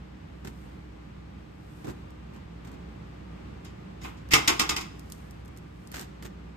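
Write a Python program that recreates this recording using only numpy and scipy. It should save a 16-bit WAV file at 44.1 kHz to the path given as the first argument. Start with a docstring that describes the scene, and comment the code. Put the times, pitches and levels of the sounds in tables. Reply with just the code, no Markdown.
"""Soles scuff grit on concrete, then a bicycle's sprung stand snaps up and clatters, ever faster and weaker.
Someone has stepped up to it on a driveway and pushes it off its two-legged stand; it ticks as it rolls.
Random tiny collisions excite filters and ringing modes for stand, mudguard, carrier, frame and spring.
Shaped noise makes footfalls, ticks and traffic; unsteady sines make the low outdoor hum."""
import sys
import numpy as np
from scipy import signal
from scipy.fft import rfft, irfft, next_fast_len
from scipy.io import wavfile

SR = 44100
rng = np.random.default_rng(int(sys.argv[2]) if len(sys.argv) > 2 else 0)


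def output_pcm(signal):
    """Save a mono or channel-first signal as 16-bit PCM at the path in sys.argv[1].

    Samples are clipped to [-1, 1] before scaling.
    """
    pcm = np.clip(np.atleast_2d(signal).T, -1, 1) * 32767
    wavfile.write(sys.argv[1], SR, np.round(pcm).astype(np.int16))


N = 289638
TIME = np.arange(N) / SR

# the stand hits its stop and bounces, ever sooner and weaker: (time [s], level [dB])
BOUNCES = [(4.3334, -13), (4.4747, -15.5), (4.5934, -18.7), (4.6904, -23), (4.762, -27.5), (4.808, -39)]
# bright spectrum shared by ticks and rustling cloth: (frequency [Hz], density [dB per Hz])
TICK_SPECTRUM = [(500, -36), (2500, -7), (5000, 4), (7500, 3), (10500, 5.5), (16000, -6)]
# the spring drags the stand up before the first hit
SWING_START_S, SWING_RISE_S = 4.306, .02
STRIKE_RISE_S = .0032


def from_db(db):
    """Decibels to gain."""
    return 10 ** (np.asarray(db) / 20)


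def rms_one(x):
    """Scale to unit power."""
    return x / np.sqrt(np.mean(np.abs(x) ** 2) + 1e-20)


def at_hz(points, hz):
    """Read a table on a log-frequency axis."""
    known, values = np.transpose(points)
    return np.interp(np.log(np.maximum(hz, 1)), np.log(known), values)


def colour(x, spectrum, size=8192):
    """Causal (minimum-phase) filter with the given spectrum, passing white noise at unchanged power."""
    gain = from_db(at_hz(spectrum, np.linspace(0, SR / 2, size // 2 + 1)))
    cepstrum = irfft(np.log(gain))
    # doubling the causal half of the cepstrum gives minimum phase
    response = irfft(np.exp(rfft(2 * cepstrum[:size // 2], size)))
    response = response / np.linalg.norm(response)
    return signal.oaconvolve(x, response[None], axes=1)[:, :x.shape[1]]


def drift(rate, size=2000):
    """Slow random wander of unit rms: noise through a double one-pole lowpass at rate [Hz]."""
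    r = np.exp(-2 * np.pi * rate * TIME[-1] / size)
    noise = rng.standard_normal(2 * size)
    slow = signal.lfilter([1], [1, -2 * r, r * r], noise)[size:]
    return np.interp(TIME, np.linspace(0, TIME[-1], size), rms_one(slow))


def contacts(per_s, spread_db):
    """Random tiny collisions of uneven size, two unrelated streams of unit power."""
    unevenness = np.clip(rng.standard_normal((2, N)), -2, 2)
    sizes = from_db(spread_db * unevenness) * rng.choice([-1, 1], (2, N))
    return rms_one(sizes * (rng.random((2, N)) < per_s / SR))


def surges(starts, level_db, rise_s, t60_s, hold_s=0):
    """Envelope of bursts that each swell, hold, then die away; overlapping bursts add in power."""
    power = np.zeros(N)
    for start, db, hold in np.broadcast(starts, level_db, hold_s):
        span = slice(int(start * SR), int(start * SR) + SR)
        age = TIME[span] - TIME[span][0]
        fall = np.exp(-np.log(1000) * np.maximum(age - rise_s - hold, 0) / t60_s)
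        power[span] += (from_db(db) * np.minimum(age / rise_s, 1) * fall) ** 2
    return np.sqrt(power)


def ring(x, hz, width_hz):
    """One two-pole resonant mode, passing white noise at unit power."""
    r, w = np.exp(-np.pi * width_hz / SR), 2 * np.pi * hz / SR
    drive = [0, np.sin(w) * np.sqrt(2 * (1 - r * r))]
    return signal.lfilter(drive, [1, -2 * r * np.cos(w), r * r], x + 1e-18)


def pan(db):
    """Gains of the two sides for a left-right difference."""
    return from_db(db * np.array([[1], [-1]]) / 2)


def at_ports(pair, sides):
    """Two unrelated signals reach the microphone pair with its likeness and a left-right balance."""
    # the port spacing swings the treble in and out of phase: (frequency [Hz], left-right likeness [-1 to 1])
    likeness = [(60, 0.97), (120, 0.96), (220, 0.82), (380, -0.087), (650, -0.67), (1100, -0.065),
                (1600, -0.11), (2800, 0.13), (6000, -0.11), (8000, 0.79), (9200, 0.094), (10100, -1),
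                (10900, -1), (12600, 0.78), (13400, 0.9), (15100, -1)]
    size = next_fast_len(N + SR // 10)
    mid, side = rfft(pair, size)
    hz = np.linspace(0, SR / 2, len(mid))
    alike = np.clip(at_hz(likeness, hz), -.995, .995)
    common = np.sqrt((1 + alike) / 2) * mid
    opposed = np.sqrt((1 - alike) / 2) * side * [[1], [-1]]
    return irfft((common + opposed) * pan(at_hz(sides, hz)), size)[:, :N]


def outdoors(wander_db=0.55):
    """Distant traffic, as shaped noise, swells slowly; clothes rustle as the legs swing."""
    # low, soft-topped traffic spectrum: (frequency [Hz], density [dB per Hz])
    air_spectrum = [(22, -33.5), (40, -13), (60, -2), (85, 0.5), (135, -2.5), (175, 0.5), (250, -7),
                    (350, -9.5), (600, -16), (1200, -20), (2600, -26.5), (5000, -37), (8500, -46.5),
                    (15000, -56)]
    # traffic swell before its random wander: (time [s], level [dB])
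    traffic = [(0, -45.5), (1.3, -45.5), (3.2, -44), (4.8, -44.5), (5.7, -46), (6.57, -45.5)]
    # trouser legs swish past each other: (middle time [s], level [dB])
    swishes = [(.6, -69), (1.8, -66), (5.15, -65), (5.85, -72)]
    swish_half_s = .14  # from the peak to half amplitude

    # one spare second lets the filter settle
    air = colour(rng.standard_normal((2, N + SR)), air_spectrum)[:, SR:]
    air = air * from_db(np.interp(TIME, *np.transpose(traffic)) + wander_db * drift(4))
    swing = sum(from_db(db) / (1 + ((TIME - s) / swish_half_s) ** 2) for s, db in swishes)
    rustle = colour(contacts(per_s=8000, spread_db=7), TICK_SPECTRUM) * swing
    return air + rustle


def hum(waver_db=1.74):
    """Far machinery hums: sines whose pitch and level waver a little."""
    # machine tones: (centre frequency [Hz], typical rms level [dB], width of the pitch wander [Hz])
    machine_tones = [(60.4, -50, 2), (166, -58.5, 11), (305, -62, 1.93), (821, -74.5, 5.4),
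                     (1080, -80.5, 3.7), (1195, -73.5, 9)]
    total = 0
    for hz, db, width in machine_tones:
        level = from_db(db + waver_db * drift(2.5))
        phase = 2 * np.pi * np.cumsum(hz + width / 2 * drift(4)) / SR
        total = total + level * np.sqrt(2) * np.sin(phase)
    return total


def shoes(crunch_db=1.5, crunch_per_s=45, knock_db=-9, knock_rise_s=.001, knock_t60=.025, rubber_cut_hz=2200):
    """The heel's edge knocks, then heel and sole thud and crush grit on the concrete."""
    # footfalls: (time [s], thud level [dB], grit level [dB], length of the sole's scuff [s])
    steps = [(0.446, -36.5, -45.5, .002), (1.8436, -33, -49, 0.031), (2.335, -60, -57, .001),
             (2.646, -45, -55, .001), (2.713, -44, -60, .001), (5.915, -45.5, -42.3, 0.082),
             (6.2233, -39.5, -45.5, 0.0057)]
    # weight on concrete: (frequency [Hz], density [dB per Hz])
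    thud_spectrum = [(30, -22), (70, 1.5), (130, 1.5), (220, 2.5), (400, -2), (600, -14), (1300, -17.5),
                     (3000, -38), (12000, -48)]
    # crushed grit: (frequency [Hz], density [dB per Hz])
    grit_spectrum = [(150, -12), (600, 0.5), (1000, 2), (1300, 0.5), (1700, 4), (2200, -0.5), (3500, -3.5),
                     (7000, -5.5), (10500, -12), (16000, -12)]
    s, thud_db, grit_db, scuff_s = np.transpose(steps)

    def heel_and_sole(db, heel_db):
        """The heel lands first, then the sole rolls down and scuffs."""
        heel = surges(s, db + heel_db, rise_s=.002, t60_s=.12)
        sole = surges(s + .02, db, rise_s=.009, t60_s=.1, hold_s=scuff_s)
        return np.hypot(heel, sole)

    weight = heel_and_sole(thud_db, heel_db=-1)
    crush = heel_and_sole(grit_db, heel_db=0)
    thud = colour(rng.standard_normal((2, N)) * weight, thud_spectrum)
    crunch = from_db(crunch_db * drift(crunch_per_s))
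    grit = contacts(per_s=1300, spread_db=4.5) * crush * crunch
    knock = rng.standard_normal((2, N)) * surges(s, thud_db + knock_db, knock_rise_s, knock_t60)
    # soft rubber keeps the knock dull
    knock = signal.lfilter(*signal.butter(2, rubber_cut_hz, fs=SR), knock)
    return thud + colour(grit + knock, grit_spectrum)


def ticks(snap_db=-3, snap_rise_s=.00056, snap_t60=0.0065, tail_db=-18, tail_t60=.06, count=7):
    """Tiny hard snaps of noise, each with a faint scatter after it."""
    # the clearest ticks of freewheel and grit, before snap_db and tail_db: (time [s], level [dB])
    clear_ticks = [(2.1051, -50.5), (2.7166, -51), (3.6486, -42), (4.0342, -42), (4.2885, -45.5),
                   (4.9945, -39), (5.1, -40), (5.1213, -28.5), (5.309, -42), (5.5736, -41), (5.8735, -42),
                   (5.917, -36), (5.9956, -31), (6.0124, -33), (6.2362, -46)]
    # fainter ticks come at random once the bicycle rolls
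    faint_s = rng.uniform(5.1, 5.65, count)
    faint_db = rng.normal(-50, 2, count)
    s, db = np.vstack([clear_ticks, np.column_stack([faint_s, faint_db])]).T
    snap = surges(s, db + snap_db, snap_rise_s, snap_t60)
    scatter = surges(s, db + tail_db, .002, tail_t60)
    return colour(rng.standard_normal((2, N)) * (snap + scatter), TICK_SPECTRUM)


def bicycle(clash_db=-4, ring_db=-17, frame_db=-4, treble_hz=4000, vary_db=2, vary_per_s=6):
    """Bounces strike the stop, rattle loose steel and shake the frame; the hand stirs the same parts softly."""
    # creaks and shifts under the hand: (time [s], chatter level [dB], frame shake level [dB])
    shifts = [(3.644, -49, -57), (4.01, -49, -52), (4.034, -45.5, -33.5), (4.165, -58.5, -62)]
    # ringing of stand, mudguard and frame: (frequency [Hz], width [Hz], level [dB])
    bike_modes = [(309, 8, -.5), (335, 11, -2.5), (446, 7, -9.5), (801, 11, -7.5), (920, 16, -5.5),
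                  (1099, 13, -1.5), (1221, 22, 2.5), (1393, 12, -5.5), (1526, 14, -2.5), (1958, 13, -3.5),
                  (2083, 26, 2.5), (2173, 19, -.5), (2324, 16, -1.5), (2511, 16, -3.5), (2651, 30, .5),
                  (3048, 34, -.5), (3290, 18, -1.5), (3470, 18, -7.5), (3735, 20, -.5), (4758, 17, -5.5),
                  (5007, 40, .5), (5236, 30, -6.5), (5554, 26, -3.5), (5819, 17, -5.5), (6203, 32, -6.5),
                  (6798, 65, 1.5), (7105, 24, -6.5), (7409, 26, -7.5), (8108, 24, -8.5), (8828, 19, -10.5)]
    # dense clash of steel: (frequency [Hz], density [dB per Hz])
    clash_spectrum = [(200, -45.5), (620, -18), (880, -11.5), (1680, -6.5), (2060, -1.5), (2850, -2.5),
                      (4200, -6.5), (5100, -2), (6900, -10.5), (7800, -13.5), (9000, -13.5), (10500, -19),
                      (13000, -18), (16000, -24.5)]
    # shaken frame: (frequency [Hz], density [dB per Hz])
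    frame_spectrum = [(22, -46.5), (50, -8), (130, -10), (210, -7.5), (310, 0), (400, -3), (550, -13.5),
                      (820, -2.5), (1230, -2.5), (1700, -11.5), (2600, -8), (5000, -25.5), (12000, -30)]
    s, db = np.transpose(BOUNCES)
    shift_s, shift_db, shift_shake_db = np.transpose(shifts)

    # every bounce is a short, bright strike of steel on steel
    strike = surges(s, db, STRIKE_RISE_S, t60_s=.075, hold_s=.002)
    # before the first hit the rising stand grates in its pivot
    swing = surges(SWING_START_S, -26, SWING_RISE_S, t60_s=.12)
    hard = np.hypot(strike, swing)
    # loose mudguard and carrier answer a little later with a duller rattle
    rattle = surges(s + .016, db - 7, rise_s=.003, t60_s=.14)
    stirred = surges(shift_s, shift_db, rise_s=.008, t60_s=.17)
    loose = np.hypot(rattle, stirred)
    # the heavy frame takes the shake up slowly and holds it longest
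    shake_rise_s, shake_t60_s = .017, .28
    shaken = surges(s + .007, db - 6, shake_rise_s, shake_t60_s)
    nudged = surges(shift_s, shift_shake_db, shake_rise_s, shake_t60_s)
    heavy = np.hypot(shaken, nudged)

    strength = np.hypot(hard, loose)
    chatter = contacts(per_s=6500, spread_db=3.0)
    # harder contact adds treble
    extra = chatter * hard * (from_db(6.5) - 1)
    extra = signal.lfilter(*signal.butter(1, treble_hz, "high", fs=SR), extra)
    clash = colour(chatter * strength + extra, clash_spectrum)

    # left and right legs and stays are near twins, so the modes come in close pairs
    twins = [(side, contacts(per_s=6200, spread_db=2) * strength) for side in (-1, 1)]
    split = .002  # each twin's detuning, as a share of the mode's frequency
    rings = 0
    for hz, width, level in bike_modes:
        # the points of contact shift, so every blow favours other modes
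        share = from_db(level + vary_db * drift(vary_per_s))
        for side, force in twins:
            rings = rings + ring(force * share, hz * (1 + side * split), width)
    shake = colour(contacts(per_s=5000, spread_db=2.5) * heavy, frame_spectrum)
    return from_db(clash_db) * clash + from_db(ring_db) * rings + from_db(frame_db) * shake


def spring():
    """The coil grates on its hooks during the swing and gives a short, rough twang as it snaps home."""
    # ringing of the coil: (frequency [Hz], width [Hz], level [dB])
    spring_modes = [(2195, 140, -0.5), (2580, 200, -3.5)]
    stretch = surges(SWING_START_S, -26.5, SWING_RISE_S, t60_s=.28)
    # it snaps home on the first hit
    snap = surges(BOUNCES[0][0], -12.5, STRIKE_RISE_S, t60_s=.07)
    force = contacts(per_s=9000, spread_db=0.5) * np.hypot(stretch, snap)
    return sum(from_db(db) * ring(force, hz, width) for hz, width, db in spring_modes)


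def yard(x, first_echo_s=0.008, wall_cut_hz=4500, t60_s=.65):
    """Scattered echoes from house walls and fences, as decaying noise, dulled on the way."""
    age = TIME[:SR]
    fall = np.exp(-np.log(1000) * age / t60_s)
    echoes = rng.standard_normal((2, SR)) * (age > first_echo_s) * fall
    echoes = signal.lfilter(*signal.butter(1, wall_cut_hz, fs=SR), echoes)
    return signal.oaconvolve(x, echoes / np.linalg.norm(echoes[0]), axes=1)[:, :N]


def scene():
    """Bicycle and shoes close by in a half-open yard, with traffic, cloth and hum around them."""
    # where the bicycle's parts are heard: (frequency [Hz], left-right difference [dB])
    bike_side = [(100, -1), (380, -4.5), (780, 8), (1150, -2.5), (1500, -5.5), (1900, 0), (3600, -1.5),
                 (4400, -0.5), (8000, 0.5)]
    # where the street is heard: (frequency [Hz], left-right difference [dB])
    street_side = [(60, 0), (350, -4), (700, 3.5), (1500, 1), (2400, 0)]
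    near = bicycle() + spring() + shoes() + ticks()
    close_by = at_ports(near + from_db(-18.0) * yard(near), bike_side)
    street = at_ports(outdoors(), street_side)
    return close_by + street + pan(-1.2) * hum()


def record(dry):
    """A steep elliptic lowpass cuts the top."""
    cutoff_hz = 15800
    steep = signal.ellip(10, .2, 80, cutoff_hz, fs=SR, output="sos")
    return signal.sosfilt(steep, dry)


dry = scene()
out = record(dry)
output_pcm(out)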